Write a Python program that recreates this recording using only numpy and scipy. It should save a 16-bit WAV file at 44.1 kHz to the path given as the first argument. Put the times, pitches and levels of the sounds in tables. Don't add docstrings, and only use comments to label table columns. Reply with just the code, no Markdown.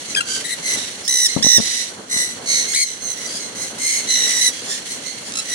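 import sys
import numpy as np
from scipy import signal
from scipy.fft import rfft, irfft, next_fast_len
from scipy.io import wavfile
from scipy.ndimage import uniform_filter1d, map_coordinates

SR = 44100
rng = np.random.default_rng(int(sys.argv[2]) if len(sys.argv) > 2 else 0)


def linear_from_db(decibels):
    return 10 ** (np.asarray(decibels, float) / 20)


def materialize(psi):
    bounded = np.clip(np.atleast_2d(psi).T, -1, 1)
    quanta = np.round(bounded * 32767).astype(np.int16)
    wavfile.write(sys.argv[1], SR, quanta)


N = 244314


def unit(x):
    return x / np.sqrt(np.mean(x ** 2) + 1e-20)


def along(points, hz):
    f, v = np.transpose(points)
    return np.interp(np.log(hz + 1), np.log(f + 1), v)


def over_time(points):
    return np.interp(np.arange(N) / SR, *np.transpose(points))


def wobble(rate, size):
    knots = rng.standard_normal(int(size * rate / SR) + 4)
    return map_coordinates(knots, [np.arange(size) * rate / SR])


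def filtered(x, response):
    m = next_fast_len(N + 8192)
    spectrum = rfft(x, m) * response(np.fft.rfftfreq(m, 1 / SR))
    return irfft(spectrum, m)[..., :N]


# (frequency [Hz], density [dB])
HUM_SPECTRUM = [(15, -60), (25, -19), (60, -34), (86, -14), (262, -4), (340, -7.5), (490, -5.5),
                (535, -6.5), (1070, -15), (1600, -15.5), (2080, -38), (3520, -120)]
# (frequency [Hz], likeness [0-1])
HUM_LIKENESS = [(60, 0.99), (300, 0.875), (700, 0.133), (1400, 0.0167)]
# (time [s], level [dB])
HUM_SWELL = [(0, -40), (.79, -38), (1.31, -43), (1.87, -39.5), (2.68, -37.5), (2.82, -48), (2.97, -39.5),
             (4.5, -38.5), (5.54, -39.5)]


def outdoor_hum():
    def mid_side(hz):
        angle = np.arccos(np.clip(along(HUM_LIKENESS, hz), -1, 1)) / 2
        return linear_from_db(along(HUM_SPECTRUM, hz)) * [np.cos(angle), np.sin(angle)]

    mid, side = filtered(rng.standard_normal((2, N)), mid_side)
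    level_db = over_time(HUM_SWELL) + 3 + 1.53 * wobble(12, N) + 1.2 * wobble(40, N)
    return unit(np.array([mid + side, mid - side])) * linear_from_db(level_db)


# (centre [Hz], width [Hz], level [dB])
CHORUS_BANDS = [(2000, 556, 5.5), (3100, 890, 4), (4244, 555, 6), (5930, 840, 0.5), (8640, 4100, -1),
                (10360, 4500, -7.5), (15000, 8600, 2)]
# (time [s], level [dB])
CHORUS_UPROAR = [(0, -28.5), (.23, -35), (.6, -30.5), (.8, -27.5), (.97, -34), (1.6, -27.5), (1.9, -33),
                 (2.05, -42), (2.3, -33), (2.43, -34.5), (2.65, -27.5), (2.85, -37), (3.3, -31),
                 (3.55, -34), (4.3, -28), (4.55, -30), (5.17, -34), (5.54, -31)]


def distant_chorus():
    def bands(hz):
        return np.sqrt(sum(linear_from_db(2 * db) / (1 + (2 * (hz - centre) / width) ** 4)
                           for centre, width, db in CHORUS_BANDS))

    chorus = unit(filtered(rng.standard_normal((2, N)), bands))
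    return chorus * linear_from_db(over_time(CHORUS_UPROAR) + 1.5 * wobble(8.2, N) + 1.69 * wobble(70, N))


def phrase(t, call, phrasing):
    _, length, level_db, hz, swell_db = call
    attack, release, scoop, sag, drop = phrasing
    attack, release = min(attack, .4 * length), min(release, .55 * length)
    shape_db = np.interp(t, [0, attack, length - release, length], [-12, 0, swell_db, swell_db - 19])
    scoop_s, drop_s = .035, .026
    climb = scoop * np.clip(1 - t / scoop_s, 0, 1) ** 3
    slide = drop * np.clip(1 - (length - t) / drop_s, 0, 1) ** 2
    return level_db + shape_db, (hz - sag * t) * (1 - climb - slide)


def squawk(call, phrasing, trill_hz, hoarse, throat):
    size = round(call[1] * SR)
    t = np.arange(size) / SR
    level_db, pitch_hz = phrase(t, call, phrasing)
    beat = np.cumsum(trill_hz * (1 + .08 * hoarse * wobble(48.3, size))) / SR % 1
    swing = .018 * np.clip(trill_hz - 59, 6, 12)
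    calm = np.clip((t[-1] - t) / 0.05, .3, 1)
    sweep = 1 + swing * calm * (np.sqrt(beat) - 2 / 3) + hoarse * .06 * wobble(450, size)
    phase = 2 * np.pi * np.cumsum(pitch_hz * sweep) / SR
    opening = np.minimum(beat / .15, 1) * (1 - beat) ** .9
    pulse = 1 - .85 * calm * (1 - opening)
    order = np.arange(1, 10)[:, None]
    shake = .035 * order ** 1.6 + hoarse * (.85 + .08 * order)
    rasp = shake * np.array([wobble(600, size) for _ in order])
    tones = linear_from_db(throat[3] * order) * np.cos(order * phase + rasp + rng.normal(0, .9, order.shape))
    tones[:3] *= linear_from_db(throat[:3])[:, None]
    tones[0] /= pulse ** 0.25
    tones[1:] *= 1 + (0.15 + 0.72 * hoarse) * np.cos(phase / 2)
    voice = pulse * tones.sum(0) * linear_from_db(1.9 * hoarse * wobble(301, size))
    edge = np.minimum(1, np.minimum(t, t[-1] - t) / 0.00062)
    return unit(voice) * linear_from_db(level_db) * edge


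def echoes(x, t60, build):
    t = np.arange(SR // 2) / SR
    tail = rng.standard_normal((2, len(t))) * linear_from_db(-60 * t / t60) * (1 - np.exp(-t / build))
    return signal.fftconvolve(x[None], tail / np.linalg.norm(tail[0]), axes=1)


BIRD_SEATS = {"front": (65.3, .15, .13, 1.5, .98), "front right": (66.35, .13, .13, -3, -.1),
              "left": (73.2, .17, .35, 4, .07), "perch": (64, .28, .65, 0, .1),
              "shrill": (65, .1, .55, -4, .2), "chirper": (91.7, .1, .12, 7.5, -.47),
              "chatterer": (64.5, .12, .12, -2.1, -.23), "small": (73, .22, .36, 6, -.47),
              "slider": (66, .23, .7, -1, -.2), "rasper": (66, .43, .85, -.6, .4),
              "screamer": (62, .24, .8, 1.1, .27), "dull": (69, .36, .8, -7, -.45),
              "thin": (66, .75, .6, -3, 0), "sweller": (68.5, .23, .6, .6, .36),
              "pulser": (72.5, .18, .5, 0, .2), "low": (65, .52, .75, 2.1, -.3),
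              "holder": (66, .34, .88, -.6, .25), "hoarse": (66, .66, .9, -1.1, .3),
              "trailer": (66, .38, .85, -2.5, .1)}
BIRD_THROATS = {"front": (2.5, 6, 9, 2.3), "front right": (.6, 7.5, 11, .6), "left": (-1.5, 2.1, 0, 0),
                "perch": (4, 4.5, 5, 1.5), "shrill": (-5, .6, 6.5, 1.9), "chirper": (14, 14, 3, .3),
                "chatterer": (0, .6, 3, .6), "small": (8, 4.5, -6, 1.3), "slider": (5.5, 2.1, 3, 1.1),
                "rasper": (-.6, -1.1, .6, .9), "screamer": (3, 7.5, 5.5, .9), "dull": (-6, 1.1, -3, 0),
                "thin": (0, -9.5, 15, 3.5), "sweller": (.6, 1.5, 0, .8), "pulser": (3.5, 7, 5.5, 1.3),
                "low": (-9, -3, 4, .3), "holder": (1.5, 1.1, 1.5, 1.1), "hoarse": (0, 1.5, 3, .6),
                "trailer": (-3, 3, 1.5, .2)}
BIRD_PHRASING = {"front": (.003, .009, .18, 480, .19), "front right": (.004, .016, .18, 500, .17),
                 "left": (.013, .009, .35, 100, .11), "perch": (.014, .02, .04, 800, .08),
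                 "shrill": (.022, .025, .05, 900, .08), "chirper": (.005, .012, 0, 3000, .02),
                 "chatterer": (.002, .005, .08, 0, .03), "small": (.008, .009, .04, 0, .1),
                 "slider": (.035, .025, .02, 900, .06), "rasper": (.065, .09, .04, 0, 0),
                 "screamer": (.03, .015, 0, 600, 0), "dull": (.035, .07, .02, 0, 0),
                 "thin": (.02, .004, .03, 0, 0), "sweller": (.025, .12, 0, 250, 0),
                 "pulser": (.035, .12, 0, 350, 0), "low": (.03, .03, 0, -400, .02),
                 "holder": (.015, .015, .02, 350, 0), "hoarse": (.04, .06, 0, 100, 0),
                 "trailer": (.004, .09, 0, 120, 0)}
PERCH_CALLS = { "front": [(1.076, .2, -15.5, 2035, 1.3)], "front right": [(1.424, .166, -18, 2000, 4)],
               "small": [(.44, .035, -24.5, 1990, 0), (.478, .069, -23.5, 2040, 1)],
               "left": [(2.732, .113, -17, 2170, -1.5)], "slider": [(.625, .14, -21, 2110, 1.1),
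               (5.452, .11, -27, 2030, 5)], "perch": [(4.395, .102, -13.5, 2050, -1.5)],
               "shrill": [(3.004, .14, -25.5, 2150, 3)], "chirper": [(.148, .009, -17, 2590, 0),
               (.159, .044, -18, 1690, -4), (.205, .017, -16, 1400, -4)],
               "chatterer": [(5.3205, .005, -25, 1400, -3), (5.3365, .01, -27, 1400, -5),
               (5.353, .013, -26, 1420, -2), (5.369, .015, -24, 1420, -2), (5.385, .023, -23, 1390, -3)],
               "thin": [(1.03, .042, -29, 1800, -1)]}
MORE_CALLS = { "sweller": [(2.096, .24, -18.5, 2040, 1.1)], "pulser": [(2.458, .25, -18, 2145, .6)],
              "low": [(3.24, .16, -34, 1610, 4), (5.23, .085, -34, 1700, -1.1)],
              "rasper": [(3.55, .17, -23, 2090, 0), (3.78, .28, -17.5, 2115, -.6),
              (4.855, .13, -26, 2066, 2.1)], "screamer": [(4.07, .2, -17, 2060, -4)],
              "dull": [(5.03, .17, -29, 2100, -8)], "holder": [(2.665, .075, -22, 2190, 0),
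              (3.15, .13, -31, 2045, 0), (4.255, .155, -18, 2000, -2.5)],
              "hoarse": [(.05, .11, -30, 2100, 3), (.25, .17, -26.5, 1555, 2.1),
              (4.66, .14, -23.5, 1780, -3)], "trailer": [(.765, .22, -26, 1950, -12),
              (1.28, .15, -23.5, 2070, -5), (1.6, .3, -24.5, 2000, 0), (2.85, .16, -29, 2055, -3),
              (3.395, .14, -31, 2120, -2.1), (4.51, .17, -38, 1660, 0)]}


def flock():
    out, roof = np.zeros((2, N + SR)), np.zeros(N + SR)
    for bird, calls in {**PERCH_CALLS, **MORE_CALLS}.items():
        trill_hz, hoarse, far, left_db, lag_ms = BIRD_SEATS[bird]
        lag = round(lag_ms * SR / 1000)
        for call in calls:
            voice = squawk(call, BIRD_PHRASING[bird], trill_hz, hoarse, BIRD_THROATS[bird])
            at = round(call[0] * SR)
            heard = np.sqrt(far) * echoes(voice, t60=0.07, build=0.0015)
            direct = np.sqrt(1 - far) * voice
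            heard[0, max(lag, 0):][:len(voice)] += direct
            heard[1, max(-lag, 0):][:len(voice)] += direct
            out[:, at:at + heard.shape[1]] += linear_from_db(3.0) * heard * linear_from_db([[left_db / 2], [-left_db / 2]])
            roof[at:at + len(voice)] += voice
    return out[:, :N] + linear_from_db(-11) * echoes(roof, t60=0.23, build=.01)[:, :N]


# (time [s], peak [dB], thud [Hz], t60 [s])
HAND_BUMPS = [(1.364, -5, 224, 0.038), (1.371, -7.5, 238.3, 0.0345), (1.387, -16, 230, 0.034),
              (1.397, -17, 225, 0.023), (1.406, -23, 237, 0.086), (1.42, -17, 228, 0.0253),
              (1.446, -11.5, 219, 0.0187), (1.459, -22, 242.2, 0.06), (1.466, -8, 248.4, 0.023),
              (1.572, -24, 232, 0.067), (1.583, -6, 239, 0.014), (1.592, -15.5, 228, 0.052),
              (1.601, -12.5, 217, 0.03), (1.623, -25.5, 230, 0.031), (2.164, -22, 222, 0.018)]


def bumps():
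    out, t = np.zeros(N + SR), np.arange(SR // 8) / SR
    for s, db, hz, t60 in HAND_BUMPS:
        thud = np.sin(2 * np.pi * hz * t)
        thud += .5 * np.sin(2 * np.pi * 1.95 * hz * t) * linear_from_db(-60 * t / 0.028)
        puff = 2.14 * uniform_filter1d(rng.standard_normal(len(t)), size=24) * linear_from_db(-60 * t / 0.08)
        decay = linear_from_db(db + 9.5 - 60 * t / t60) * np.minimum(t / 0.00122, 1)
        out[round(s * SR):][:len(t)] += decay * (thud + puff)

    def soft(hz):
        return hz ** 2 / (hz ** 2 + 60 ** 2) / (1 + (hz / 1300) ** 4)

    return filtered(out[:N], soft) * linear_from_db([[0], [-24]])


# (time [s], peak [dB])
CLAW_TICKS = [
    (2.0846, -32),
    (4.6194, -24),
    (5.0267, -27),
]


def ticks():
    out, t = np.zeros((2, N + SR)), np.arange(SR // 20) / SR
    for s, db in CLAW_TICKS:
        flick = linear_from_db(db + 3 - 60 * t / 0.0088) * rng.standard_normal((2, len(t)))
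        out[:, round(s * SR):][:, :len(t)] += flick
    return filtered(out[:, :N], lambda hz: hz ** 2 / (hz ** 2 + 1800 ** 2))


def scene():
    return outdoor_hum() + distant_chorus() + flock() + bumps() + ticks()


def roll_off(x):
    return signal.sosfilt(signal.butter(12, 16960, fs=SR, output="sos"), x)


# (frequency [Hz], gain [dB])
LEFT_PORT = [(700, -4), (2000, -1), (4100, 1), (6000, 0.5), (8000, 4.5), (9800, 4), (10800, -6.5),
             (12500, -21.5), (16000, -25)]
# (frequency [Hz], gain [dB])
RIGHT_PORT = [(700, -3), (2000, 2), (4100, 4), (6000, 8.5), (7200, 7.5), (8300, -11.5), (9500, -11.5),
              (12500, -28.5), (16000, -19)]


def record(dry):
    x = filtered(dry, lambda hz: linear_from_db([along(LEFT_PORT, hz), along(RIGHT_PORT, hz)]))
    x = x / (1 + np.abs(x / .72) ** 6) ** (1 / 6)
    mix = filtered(x, lambda hz: (hz < 15900) * hz ** 4 / (hz ** 4 + 28 ** 4))
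    return roll_off(mix)


dry = scene()
out = record(dry)
materialize(out)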